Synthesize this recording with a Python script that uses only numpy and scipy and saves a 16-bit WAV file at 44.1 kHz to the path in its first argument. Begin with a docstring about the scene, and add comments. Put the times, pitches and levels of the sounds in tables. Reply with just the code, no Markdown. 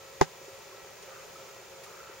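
"""Bubbles gurgle and fizz without a break: two air stones in an aquarium, in a quiet room.
Each bubble is a click that sets a short ring going. Under them lie a noise wash of water and filter,
the pump's mains harmonics with a chattering housing, and a thin electrical whine.
Early on, one short, hollow knock close to the microphone rings a set of decaying modes.
Larger bubbles then plop as gliding sines, and bursting foam spits brief noise."""
import sys
import numpy as np
from scipy import signal
from scipy.fft import rfft, irfft
from scipy.io import wavfile

SR = 44100
rng = np.random.default_rng(int(sys.argv[2]) if len(sys.argv) > 2 else 0)


def master(y):
    """Save y as 16-bit WAV."""
    cut = np.clip(np.atleast_2d(y).T, -1, 1)
    pcm = np.round(cut * 32767)  # scale
    wavfile.write(sys.argv[1], SR, pcm.astype(np.int16))


N = 97020
T = np.arange(N) / SR  # time [s]


def from_db(db):
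    """Turn decibels into an amplitude factor."""
    return 10 ** (np.asarray(db) / 20)


def rms_one(x):
    """Scale to unit power."""
    return x / np.sqrt(np.mean(x ** 2) + 1e-20)


def per_bin(points):
    """Read a (frequency, value) table at every spectral bin, along a logarithmic frequency axis."""
    hz, value = np.transpose(points)
    bins_hz = np.fft.rfftfreq(N, 1 / SR)
    return np.interp(np.log(bins_hz + 1e-9), np.log(hz), value)


def drift(rate_hz):
    """Slow random wander of rms 1: noise through two equal low-pass poles, made at every 40th sample."""
    step = 40
    pole = np.exp(-2 * np.pi * rate_hz * step / SR)
    settling = 2000
    chance = rng.standard_normal(N // step + settling + 2)
    slow = signal.lfilter([1], [1, -2 * pole, pole ** 2], chance)[settling:]
    return np.interp(np.arange(N) / step, np.arange(len(slow)), rms_one(slow))


def ring(clicks, hz, t60_s):
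    """A two-pole resonator: each unit click starts a decaying sine of height 1."""
    radius = np.exp(-np.log(1000) / (t60_s * SR))
    angle = 2 * np.pi * hz / SR
    feedback = [1, -2 * radius * np.cos(angle), radius ** 2]
    return signal.lfilter([0, np.sin(angle)], feedback, clicks + 1e-18)


def burst(start_s, attack_s, t60_s):
    """Envelope that rises with time constant attack_s and decays by 60 dB in t60_s."""
    age = np.maximum(T - start_s, 0)
    return (1 - np.exp(-age / attack_s)) * np.exp(-np.log(1000) * age / t60_s)


# How alike the room sounds at left and right: (frequency [Hz], correlation)
LIKENESS = [(50, 0.94), (120, 0.72), (240, 0.34), (480, 0.58), (950, 0.64), (1900, 0.58), (3800, 0.29),
            (7500, .33), (15000, .02)]


def in_room(pair):
    """Mix two unrelated signals to left and right, alike in the bass, diffuse in the treble; rms 1."""
    alike = np.clip(per_bin(LIKENESS), -1, 1)
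    mid, side = rfft(pair)
    shared = np.sqrt(1 + alike) * mid
    opposed = np.sqrt(1 - alike) * side * [[1], [-1]]
    return rms_one(irfft(shared + opposed, N))


def noise(spectrum):
    """Stereo noise of rms 1, coloured by a (frequency, level) table."""
    white = rng.standard_normal((2, N))
    coloured = irfft(rfft(white) * from_db(per_bin(spectrum)), N)
    return in_room(coloured)


STRENGTH_SPREAD_DB = 3  # mean of the exponential spread in bubble strength


def swarm(low_hz, high_hz, per_s, cycles, db, count=14):
    """Bubbles burst at random, with random strength, each ringing briefly at one of count pitches."""
    spread = np.minimum(rng.exponential(1, (2, N)), 4)
    strengths = from_db(STRENGTH_SPREAD_DB * spread) * rng.choice([-1, 1], (2, N))
    clicks = strengths * (rng.random((2, N)) < per_s / SR)
    pitch_number = rng.integers(0, count, (2, N))
    rings = np.zeros((2, N))
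    for k, hz in enumerate(np.geomspace(low_hz, high_hz, count)):
        rings += ring(clicks * (pitch_number == k), hz, cycles / hz)
    band_hz = [0.82 * low_hz, 1.13 * high_hz]
    band = signal.butter(2, band_hz, "band", fs=SR, output="sos")
    return from_db(db) * in_room(signal.sosfilt(band, rings))


# Bubble swarms at the tank, from deep to high:
# (lowest pitch [Hz], highest pitch [Hz], rate [bubbles/s], 60 dB decay [cycles], level [dB])
GURGLE = (363.5, 470, 138.5, 45, -60.5)
BURBLE = (515, 1097, 346.5, 30, -59.5)
SPLASH = (1215, 1465, 1480, 31, -55)
SPRAY = (1526, 2689, 904, 40, -60)
FIZZ = (2616, 7404, 4007, 24.5, -59.5)
# Strength of the surface splashing: (time [s], level [dB])
SPLASHING = [(.0, -8.5), (.95, -9), (1.05, -9.5), (1.134, 3), (1.226, -0.5), (1.26, -6.5), (1.664, -6.5),
             (1.804, -9.5), (1.942, -1.5), (2.13, -0.5), (2.2, -8)]


def bubbling():
    """Ringing bubble swarms: gurgle, burble and fizz hold steady, splash and spray follow the surface."""
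    splashing = from_db(np.interp(T, *np.transpose(SPLASHING)))
    steady = swarm(*GURGLE) + swarm(*BURBLE) + swarm(*FIZZ)
    # The spray follows the splashing by half as many decibels.
    return steady + splashing * swarm(*SPLASH) + np.sqrt(splashing) * swarm(*SPRAY)


# Colour of the water and the low filter rumble: (frequency [Hz], relative level per Hz [dB])
WASH = [(20, -13), (45, -10.5), (65, -5), (115, 0.5), (175, 0), (235, -7.5), (310, -9), (390, 7),
        (580, 1.5), (760, -3.5), (880, 2), (1500, -8), (2200, -6), (2420, -2), (2700, -12), (3100, -12),
        (4800, -9), (7200, -4), (8600, -10.5), (9400, -13), (10700, -21.5), (11800, -20), (13200, -12.5),
        (15700, -13)]
WASH_DB, WASH_WAVER_DB = -50.5, 0.5


def wash():
    """Coloured noise of water and filter, its level wavering slightly."""
    return from_db(WASH_DB + WASH_WAVER_DB * drift(2.8)) * noise(WASH)


def tone(hz):
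    """A steady stereo sine of rms 1, its phase differing between the sides."""
    phase = 2 * np.pi * rng.random() + rng.normal(0, 0.51, (2, 1))
    return np.sqrt(2) * np.sin(2 * np.pi * hz * T + phase)


MAINS_HZ = 60
WAVER_DB = 3.5  # rms wander of each buzz harmonic and of the whine
# Buzz of the air pump: (multiple of the mains frequency, level [dB])
BUZZ = [(6, -75), (9, -58.5), (10, -77.5), (22, -65.5), (32, -70.5), (39, -71.5), (44, -76.5), (49, -79),
        (55, -102)]


def buzz():
    """Mains harmonics of the air pump, each wavering on its own."""
    out = np.zeros((2, N))
    for multiple, db in BUZZ:
        out += from_db(db + WAVER_DB * drift(7.4)) * tone(MAINS_HZ * multiple)
    return out


CHATTER_DB, CHATTER_DB_PER_OCTAVE = -62, -4
CHATTER_LOW_HZ, CHATTER_HIGH_HZ = 1538, 7400


def chatter(count=125):
    """The pump's housing chatters at the mains rate: dense harmonics of random strength and phase."""
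    hz = MAINS_HZ * np.arange(1, count)
    hz = hz[(hz > CHATTER_LOW_HZ) & (hz < CHATTER_HIGH_HZ)]
    bins = np.round(hz * N / SR).astype(int)
    real, imaginary = rng.standard_normal((2, 2, len(bins)))
    lines = np.zeros((2, N // 2 + 1), complex)
    lines[:, bins] = (real + 1j * imaginary) * from_db(CHATTER_DB_PER_OCTAVE * np.log2(hz))
    return from_db(CHATTER_DB) * in_room(rms_one(irfft(lines, N)))


WHINE_HZ, WHINE_DB = 15734, -75


def whine():
    """A thin electrical whine: one high, wavering sine."""
    return from_db(WHINE_DB + WAVER_DB * drift(10)) * tone(WHINE_HZ)


# Contacts of the knock, close to the microphone: (time [s], level [dB])
CONTACTS = [(.2108, -10.5), (.21244, 0)]
# Modes of the hollow body: (frequency [Hz], level [dB], 60 dB decay [s],
# left over right [dB], delay of the left side, or of the right if negative [s])
KNOCK_MODES = [(82, -27.5, 0.036, -7, .0002), (156.4, -15, 0.073, -6, 0.0023),
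               (392, -2, 0.035, -3, 0.00061), (497, -4, .016, -2, 0.000013), (778, -15, 0.06, -2, 0.00032),
               (865, -4, .032, 6.5, 0.00021), (988, -4, 0.02, 7, 0.00025), (1191, -21.5, 0.032, 11, 0.0002),
               (1625, -5, 0.0097, -10, 0.000014), (1997, -8, 0.011, -8.5, 0.000039),
               (3556, -26, 0.022, 2, 0.00003)]
# Colours of the crack and of the noise tail: (frequency [Hz], relative level per Hz [dB])
CRACK = [(500, -18), (1500, 4), (2700, -1.5), (4500, -3), (6500, 3.5), (9000, -11), (12000, -19),
         (16000, -11)]
TAIL = [(25, -7), (90, -8), (240, 12), (600, -9.5), (1500, 9), (2800, 1.5), (4500, 1.5), (6800, 3),
        (9000, -8), (16000, -41)]
MODE_ATTACK_S, CRACK_ATTACK_S, TAIL_ATTACK_S = 0.0018, 0.00039, 0.003
CRACK_DB, CRACK_T60_S = -17, 0.01  # level relative to the contact
TAIL_DB, TAIL_T60_S = -29, 0.1  # level relative to the contact


def knock():
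    """A light touch and the main blow ring the hollow body; each adds a crack and a soft noise tail."""
    out = np.zeros((2, N))
    crack, tail = noise(CRACK), noise(TAIL)
    for s, db in CONTACTS:
        for hz, mode_db, t60_s, pan_db, lag_s in KNOCK_MODES:
            starts = s + np.maximum([[lag_s], [-lag_s]], 0)
            gains = from_db(db + mode_db + pan_db * np.array([[0.5], [-0.5]]))
            sine = np.sin(2 * np.pi * hz * (T - starts))
            out += gains * burst(starts, MODE_ATTACK_S, t60_s) * sine
        out += from_db(db + CRACK_DB) * burst(s, CRACK_ATTACK_S, CRACK_T60_S) * crack
        out += from_db(db + TAIL_DB) * burst(s, TAIL_ATTACK_S, TAIL_T60_S) * tail
    return out


# Single larger bubbles: (time [s], starting pitch [Hz], level before the envelope [dB])
PLOPS = [(.413, 363, -40), (0.48, 391, -34.5), (.722, 1080, -41), (1.078, 510, -42), (1.197, 517, -40),
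         (1.357, 1286, -37), (1.862, 1215, -39.5), (2.003, 1318, -39), (2.094, 388, -36.5)]
PLOP_T60_S, PLOP_ATTACK_S = 0.047, 0.0028
PLOP_RISE_PER_S = 1.2  # rise as a fraction of the starting pitch


def plops():
    """Larger bubbles ring as decaying sines and rise a little in pitch as they surface."""
    out = np.zeros(N)
    for s, hz, db in PLOPS:
        age = T - s
        cycles = hz * age * (1 + PLOP_RISE_PER_S * age / 2)
        out += from_db(db) * burst(s, PLOP_ATTACK_S, PLOP_T60_S) * np.sin(2 * np.pi * cycles)
    return out


# Spits of bursting foam: (time [s], level before the envelope [dB])
SPITS = [(.968, -55), (1.023, -46), (1.835, -43.5)]
# Colour of a spit: (frequency [Hz], relative level per Hz [dB])
SPIT = [(500, -17), (2000, 5), (3800, 2.5), (7000, 3), (10500, -2.5), (16000, -9)]
SPIT_ATTACK_S, SPIT_T60_S = 0.002, 0.1


def spits():
    """Bursting foam: brief, decaying puffs of coloured noise."""
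    envelope = sum(from_db(db) * burst(s, SPIT_ATTACK_S, SPIT_T60_S) for s, db in SPITS)
    return envelope * noise(SPIT)


def scene():
    """The tank, its pump and the knock together."""
    return bubbling() + wash() + buzz() + chatter() + whine() + knock() + plops() + spits()


OVERLOAD = 1.4  # ceiling towards which peaks are rounded off
NOTCH_HZ, NOTCH_WIDTH_HZ = 8000, 480  # narrow gap in the microphone's response, width per pass
CUTOFF_HZ = 15760


def record(dry):
    """The microphone rounds the highest peaks and loses one narrow band; the top is cut steeply."""
    x = OVERLOAD * np.tanh(dry / OVERLOAD)
    b, a = signal.iirnotch(NOTCH_HZ, NOTCH_HZ / NOTCH_WIDTH_HZ, fs=SR)
    for _ in range(3):
        x = signal.lfilter(b, a, x)
    # 16th order, 0.2 dB ripple below the cutoff, 70 dB rejection above
    top_cut = signal.ellip(16, 0.2, 70, CUTOFF_HZ, fs=SR, output="sos")
    return signal.sosfilt(top_cut, x)


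dry = scene()
out = record(dry)
master(out)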